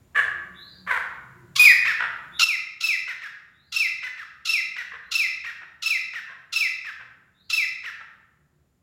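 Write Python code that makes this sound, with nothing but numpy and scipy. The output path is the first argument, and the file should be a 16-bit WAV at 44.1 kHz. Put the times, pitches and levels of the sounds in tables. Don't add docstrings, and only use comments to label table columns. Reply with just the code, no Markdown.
import sys
import numpy as np
from scipy import signal
from scipy.fft import rfft, irfft, next_fast_len
from scipy.io import wavfile
from scipy.ndimage import uniform_filter1d

SR = 44100
rng = np.random.default_rng(int(sys.argv[2]) if len(sys.argv) > 2 else 0)


def waveform_to_disk(signal):
    frames = np.transpose(np.atleast_2d(signal))
    scaled = np.clip(frames, -1, 1) * 32767
    samples = np.round(scaled).astype(np.int16)
    wavfile.write(sys.argv[1], SR, samples)


def voltage_ratio(decibels):
    exponent = np.asarray(decibels, float) / 20
    return 10 ** exponent


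N = 388962


def on_log(hz, table):
    table_hz, value = np.transpose(table)
    return np.interp(np.log(np.maximum(hz, 1)), np.log(table_hz), value)


def coloured(size, table):
    gain = voltage_ratio(on_log(np.fft.rfftfreq(size, 1 / SR), table))
    x = irfft(rfft(rng.standard_normal(size)) * gain, size)
    return x / np.std(x)


def flutter(size, rate_hz):
    k = max(int(SR / rate_hz), 1)
    smooth = uniform_filter1d(uniform_filter1d(rng.standard_normal(size), k), k)
    return smooth * np.sqrt(1.5 * k)


def room_floor():
    # frequency in Hz, level in dB per Hz.
    floor_colour = [(25, -16), (60, -4), (140, -1), (220, -5), (300, -10), (500, -15), (1000, -20),
                    (2000, -25), (4000, -35), (7000, -54), (15800, -62)]
    return voltage_ratio(-55.5 + 0.52 * flutter(N, 4)) * coloured(N, floor_colour)


def input_hiss():
    # frequency in Hz, level in dB per Hz.
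    hiss_colour = [(500, -8), (3000, -4), (6500, -5), (7100, 3), (7700, -6), (15500, -7)]
    return voltage_ratio(-66) * coloured(N, hiss_colour)


def narrow_hum(size, hz, width_hz):
    skirt_hz = 3 * width_hz
    return coloured(size, [(1, -90), (hz - skirt_hz, -40), (hz, 0), (hz + skirt_hz, -40), (4 * hz, -90)])


def machine_hum():
    # pitch in Hz, width in Hz, level in dB.
    steady = [(76, 13, -62), (131, 31, -61), (181, 26, -65), (355, 26, -72.5)]
    # start in seconds, length in seconds, pitch in Hz, level in dB.
    surges = [(.25, .42, 356, -53), (.42, .2, 186, -52.5), (.72, .28, 184, -51), (0.711, 0.69, 76, -59.5),
              (1.15, 0.69, 131, -50), (1.15, .6, 177.7, -54.5), (1.32, .25, 357, -54.5),
              (2.196, 0.257, 76, -60.5), (6.9, .3, 125, -53), (7.1, 1.07, 81, -58.5),
              (4.004, 1.6, 70, -60.5), (8.3, .45, 145, -51.5)]
    wander_db, wander_hz, surge_width_hz = 4, 3, 16
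    out = np.zeros(N)
    for hz, width_hz, db in steady:
        out += voltage_ratio(db + wander_db * flutter(N, wander_hz)) * narrow_hum(N, hz, width_hz)
    for start_s, length_s, hz, db in surges:
        size, i = int(length_s * SR) // 2 * 2, int(start_s * SR)
        out[i:i + size] += voltage_ratio(db) * np.sqrt(np.hanning(size)) * narrow_hum(size, hz, surge_width_hz)
    return out


def add_syrinx_note(out, start_s, rows, beak, bright_db=0., chest_db=0.):
    # frequency in Hz, level in dB.
    whistle_throat = [(1000, 8), (2700, -3.5), (4000, -13.5), (5000, -15.5), (5350, -8), (7500, -28.5),
                      (10000, -22), (13000, -22.5), (16000, -29)]
    rasp_db, rasp_hz = 3.5, 220
    rows = np.array(rows, float)
    t = np.arange(int(rows[-1, 0] * SR)) / SR
    size = len(t)
    hz, whole_db, over_db, half_db, quarter_db, rough = (np.interp(t, rows[:, 0], c) for c in rows.T[1:])
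    jitter = .005 * flutter(size, 200) + .095 * rough * flutter(size, 800)
    quarter_hz = hz * (1 + jitter) / 4
    k = np.arange(1, 33)[:, None]
    line_hz = k * quarter_hz
    whistle_db = whole_db + (k > 4) * over_db + on_log(line_hz, whistle_throat)
    whistle_db = np.where(k % 4 == 0, whistle_db, -200.)
    skipped_db = np.where(k % 2 == 0, half_db, quarter_db) + on_log(line_hz, beak)
    lines = (voltage_ratio(whistle_db) + voltage_ratio(skipped_db)) * (line_hz < .36 * SR)
    phase = 2 * np.pi * np.cumsum(quarter_hz) / SR
    tone = np.sum(lines * np.sin(k * phase + k * k), axis=0)
    tone = tone * voltage_ratio(3.5 * rough * flutter(size, 300))
    breath = 0.79 * rough * voltage_ratio(half_db) + 0.1 * voltage_ratio(whole_db + 0.67 * over_db)
    breath = breath * (1 + np.sin(2 * phase)) * coloured(size, beak)
    note = (np.sqrt(2) * tone + breath) * voltage_ratio(rasp_db * rough * flutter(size, rasp_hz))
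    note = note * np.clip((t[-1] - t) / .005, 0, 1)
    size = next_fast_len(size + 1024, True) // 2 * 2
    body = [(300, -40), (430, 0), (1000, chest_db), (1300, chest_db), (1700, 0), (6500, 0), (9000, bright_db)]
    radiated = voltage_ratio(on_log(np.fft.rfftfreq(size, 1 / SR), body))
    i = int(start_s * SR)
    out[i:i + size] += irfft(rfft(note, size) * radiated, size)


def clucks():
    # start in seconds, length in seconds, pitch in Hz, level in dB, hoarseness 0-1.
    opening = [
        (.147, .07, 590, -22.5, .5),
    ]
    second = [
        (.865, 0.11, 576, -25.5, .6),
    ]
    later = [
        (1.994, 0.061, 496.7, -28.5, .6),
        (4.910, 0.058, 562.5, -33.5, 0.78),
        (5.60, 0.039, 504, -36.5, 0.76),
        (6.275, 0.053, 562, -34.5, 0.58),
        (6.99, .044, 517.7, -37, .77),
        (7.99, 0.045, 485.5, -38.5, 0.88),
    ]
    # frequency in Hz, level in dB.
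    tuned_throat = [(300, -33), (600, -40.5), (1250, 0.5), (1750, 9.5), (2300, -7.5), (3500, -18),
                    (5000, -33), (8000, -27.5), (16000, -45)]
    wide_throat = [(300, -43.5), (550, -20), (1100, -1), (1600, 4), (2250, -1.5), (2700, -20), (3500, -18),
                   (5000, -31.5), (8000, -31), (16000, -38)]
    shut_beak = [(300, -39), (550, -31.5), (1150, 0), (1750, 7), (2300, -8.5), (3500, -13.5), (5000, -38),
                 (8000, -36), (16000, -58)]
    out = np.zeros(N)
    for table, beak, sag in ((opening, tuned_throat, .13), (second, wide_throat, .37), (later, shut_beak, .13)):
        for start_s, length_s, hz0, db, rough in table:
            hz1 = hz0 * (1 - sag * rough)
            shape = [(0, .9 * hz0, -22), (.012, hz0, -3), (length_s / 2, (hz0 + hz1) / 2, 0),
                     (length_s, hz1, -4), (length_s + 0.023, 0.45 * hz1, -25)]
            rows = [(t, 4 * hz, -120, 0, db + d, db + d, rough) for t, hz, d in shape]
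            add_syrinx_note(out, start_s, rows, beak)
    return out


def room():
    # frequency in Hz, ring time (60 dB) in seconds.
    ring_time = [(300, 0.82), (1200, 0.96), (2000, 0.76), (2800, 0.69), (5000, 0.61), (10000, 0.37),
                 (16000, .3)]
    first_echo_s, build_up_s = .012, .045
    t = np.arange(int(1.5 * SR)) / SR
    f = np.maximum(np.fft.rfftfreq(len(t), 1 / SR), 1)
    noise = rfft(rng.standard_normal(len(t)))
    out = np.zeros(len(t))
    for hz in 100 * 2 ** np.arange(0, 7.7, 1 / 3):
        band = irfft(noise * np.clip(1 - 3 * abs(np.log2(f / hz)), 0, 1), len(t))
        out += band * voltage_ratio(-60 * t / on_log(hz, ring_time))
    out = out * np.clip((t - first_echo_s) / build_up_s, 0, 1)
    return out / np.sqrt(np.sum(out ** 2))


def far_bird():
    # start in seconds, length in seconds, first pitch in Hz, last pitch in Hz, level in dB.
    whistles = [
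        (0.52, 0.1, 3380, 4350, -39.5),
        (0.652, 0.051, 4750, 4680, -49),
        (0.707, 0.051, 4580, 4520, -52.5),
        (2.298, 0.15, 3450, 4180, -35),
        (3.495, 0.14, 3429, 4330, -50),
        (3.645, 0.068, 4661, 4670, -49),
        (4.995, 0.11, 4020, 4165, -46.5),
        (7.315, .11, 3360, 4470, -47),
        (7.405, .07, 4750, 4808, -53),
    ]
    out = np.zeros(N)
    for start_s, length_s, hz0, hz1, db in whistles:
        u = np.linspace(0, 1, int(length_s * SR))
        hz = hz0 + (hz1 - hz0) * u ** .7 + 70 * flutter(len(u), 250)
        phase = 2 * np.pi * np.cumsum(hz) / SR
        tone = np.sin(phase) + voltage_ratio(-19.5) * np.sin(3 * phase)
        i = int(start_s * SR)
        out[i:i + len(u)] += voltage_ratio(db) * np.sin(np.pi * u) ** 0.21 * tone
    return out


def glide_rows():
    # time in seconds, width in seconds, depth in dB.
    catches = [
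        (.018, 0.0019, -5.5),
        (.039, .005, -13.5),
    ]
    glide_s, sag_s, swell_s, overtones_fade_s = .073, .056, .006, .026
    start_share, target_share = 1.035, .64
    t = np.linspace(0, glide_s, 30)
    share = target_share + (start_share - target_share) * np.exp(-t / sag_s)
    db = 7.5 - 185 * t - 7 * np.exp(-t / swell_s)
    for at_s, width_s, depth_db in catches:
        db = db + depth_db * np.exp(-((t - at_s) / width_s) ** 2)
    over_db = -21.5 + 21.5 * np.exp(-t / overtones_fade_s)
    break_off = [(glide_s + .002, .67, -25, -26), (glide_s + .014, .58, -35, -22.5)]
    return [*zip(t, share, db, over_db), *break_off]


def calls():
    # start in seconds, croak in seconds, whistle length in seconds, whistle pitch in Hz, effort in dB.
    full_calls = [
        (1.554, .039, .055, 2466, -6),
        (2.39, 0.037, 0.033, 2681, -7.5),
        (2.803, 0.034, .024, 2633, -7),
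        (3.719, .042, .017, 2668, -6.5),
        (4.449, 0.041, .019, 2669, -7),
        (5.110, 0.041, .018, 2658, -6.5),
        (5.819, .039, .021, 2650, -7.5),
        (6.521, 0.038, .021, 2641, -7),
        (7.494, .035, .023, 2630, -7),
    ]
    # frequency in Hz, level in dB.
    open_beak = [(300, -55), (600, -38), (1300, -10), (2000, -11), (2700, 1), (4000, 4.5), (5500, 0),
                 (7000, -4.5), (8200, -18), (10500, -15), (16000, -25.5)]
    long_whistle_s, short_whistle_s, held_db_per_s = .04, .022, -400
    turns_away_s, facing_chest_db = 2.6, 7
    out = np.zeros(N)
    for start_s, on, held, hz, effort_db in full_calls:
        off = on + held
        if held > long_whistle_s:
            glide, flat_hz, bright_db = off + .0032, .88 * hz, 3.5
            db, croak_db = effort_db + .5, effort_db - 16.5
        else:
            glide, flat_hz, bright_db = off + .024, hz, .6
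            db = effort_db + 3.5 + held_db_per_s * max(held - short_whistle_s, 0)
            croak_db = effort_db - 10.5
        c = croak_db
        rows = [(0, .94 * flat_hz, db - 60.5, 0, c - 38, c - 28, .3),
                (.007, 1.06 * flat_hz, db - 48, 0, c - 1.5, c - 5, .35),
                (on - .012, 0.95 * flat_hz, db - 42.5, 0, c - 4, c - 13, .5),
                (on - .003, 1.05 * hz, db - 26.5, 0, c - 1.5, c - 16, .5),
                (on + 0.0036, hz, db + 2.0, 0, c - 12, c - 40, .05),
                (off - .001, hz, db, 0, c - 12, c - 40, .05),
                (off + 0.00064, .97 * hz, db - 32.0, 0, c - 5, c - 13, .4),
                (glide - .003, .96 * hz, db - 32, 0, c - 6, c - 14, .4)]
        for t, share, d, over_db in glide_rows():
            rows.append((glide + t, share * hz, effort_db + d, over_db, c - 22 + d, c - 45, .04))
        add_syrinx_note(out, start_s, rows, open_beak, bright_db, facing_chest_db * (start_s < turns_away_s))
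    return out


def after_notes():
    # start in seconds, lead-in in seconds, first pitch in Hz, last pitch in Hz, level in dB.
    notes_sung = [
        (1.845, 0.037, 1804, 1683, -17.5),
        (3.070, 0.02, 2080, 1818, -14.5),
        (3.212, .027, 1850, 1612, -20.5),
        (4.020, 0.022, 2032, 1968, -14.5),
        (4.169, 0.025, 1909, 1497, -22.5),
        (4.758, .026, 2004, 1880, -15.5),
        (5.434, 0.032, 1908, 1806, -18),
        (6.129, .028, 1988, 1733, -17),
        (6.838, .031, 1869, 1568, -19.5),
        (7.832, .031, 1981, 1632, -17),
    ]
    # frequency in Hz, level in dB.
    half_open = [(300, -22.5), (600, -32.5), (1200, -0.5), (1800, 6), (2700, -1), (4000, -8), (5500, -14.5),
                 (8000, -21), (11000, -60), (16000, -33)]
    clear_s, usual_lead_s, hook_db_per_s = 0.03, 0.027, 698.5
    out = np.zeros(N)
    for start_s, lead, hz0, hz1, db in notes_sung:
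        end = lead + clear_s
        hook_db = db + hook_db_per_s * min(lead - usual_lead_s, .006)
        rows = [(0, .9 * hz0, db - 43.5, -8, db - 35.5, db - 32.5, .6),
                (.01, hz0, hook_db - 16.5, -8, db - 14, db - 18, .5),
                (lead - .003, 1.5 * hz0, hook_db - 4.0, -10, db - 15, db - 16.5, .15),
                (lead, hz0, db - .5, -5, db - 24, db - 19, .15),
                (end, hz1, db - 8.5, -12, db - 18.5, db - 16, .3),
                (end + 0.00598, .88 * hz1, db - 13.0, -15, db - 18.0, db - 30.0, .5),
                (end + .016, .8 * hz1, db - 17.5, -15, db - 25.0, db - 29.5, .6)]
        add_syrinx_note(out, start_s, rows, half_open)
    return out


def scene():
    # frequency in Hz, level in dB.
    side_on = [(2500, 0), (5000, -4), (12000, -5.5)]
    # delay in seconds, level in dB.
    wall_echoes = [
        (.021, -11.5),
        (.033, -11),
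    ]
    bird = clucks() + calls() + after_notes()
    direct = irfft(rfft(bird) * voltage_ratio(on_log(np.fft.rfftfreq(N, 1 / SR), side_on)), N)
    early = sum(voltage_ratio(db) * np.roll(bird, int(delay_s * SR)) for delay_s, db in wall_echoes)
    ringing = signal.fftconvolve(voltage_ratio(-8.5) * bird + far_bird(), room())[:N]
    return (direct + early + ringing + room_floor() + input_hiss() + machine_hum())[None]


def top_cut(x):
    return signal.sosfilt(signal.butter(12, 16470, fs=SR, output="sos"), x)


def record(dry):
    # time in seconds, gain in dB.
    gain_steps = [
        (0, -5),
        (2.44, -4),
        (2.447, -14.5),
        (8.82, -14.5),
    ]
    x = dry * voltage_ratio(np.interp(np.arange(N) / SR, *np.transpose(gain_steps)))
    x = x / (1 + abs(x / .97) ** 8) ** .125
    return top_cut(x)


dry = scene()
out = record(dry)
waveform_to_disk(out)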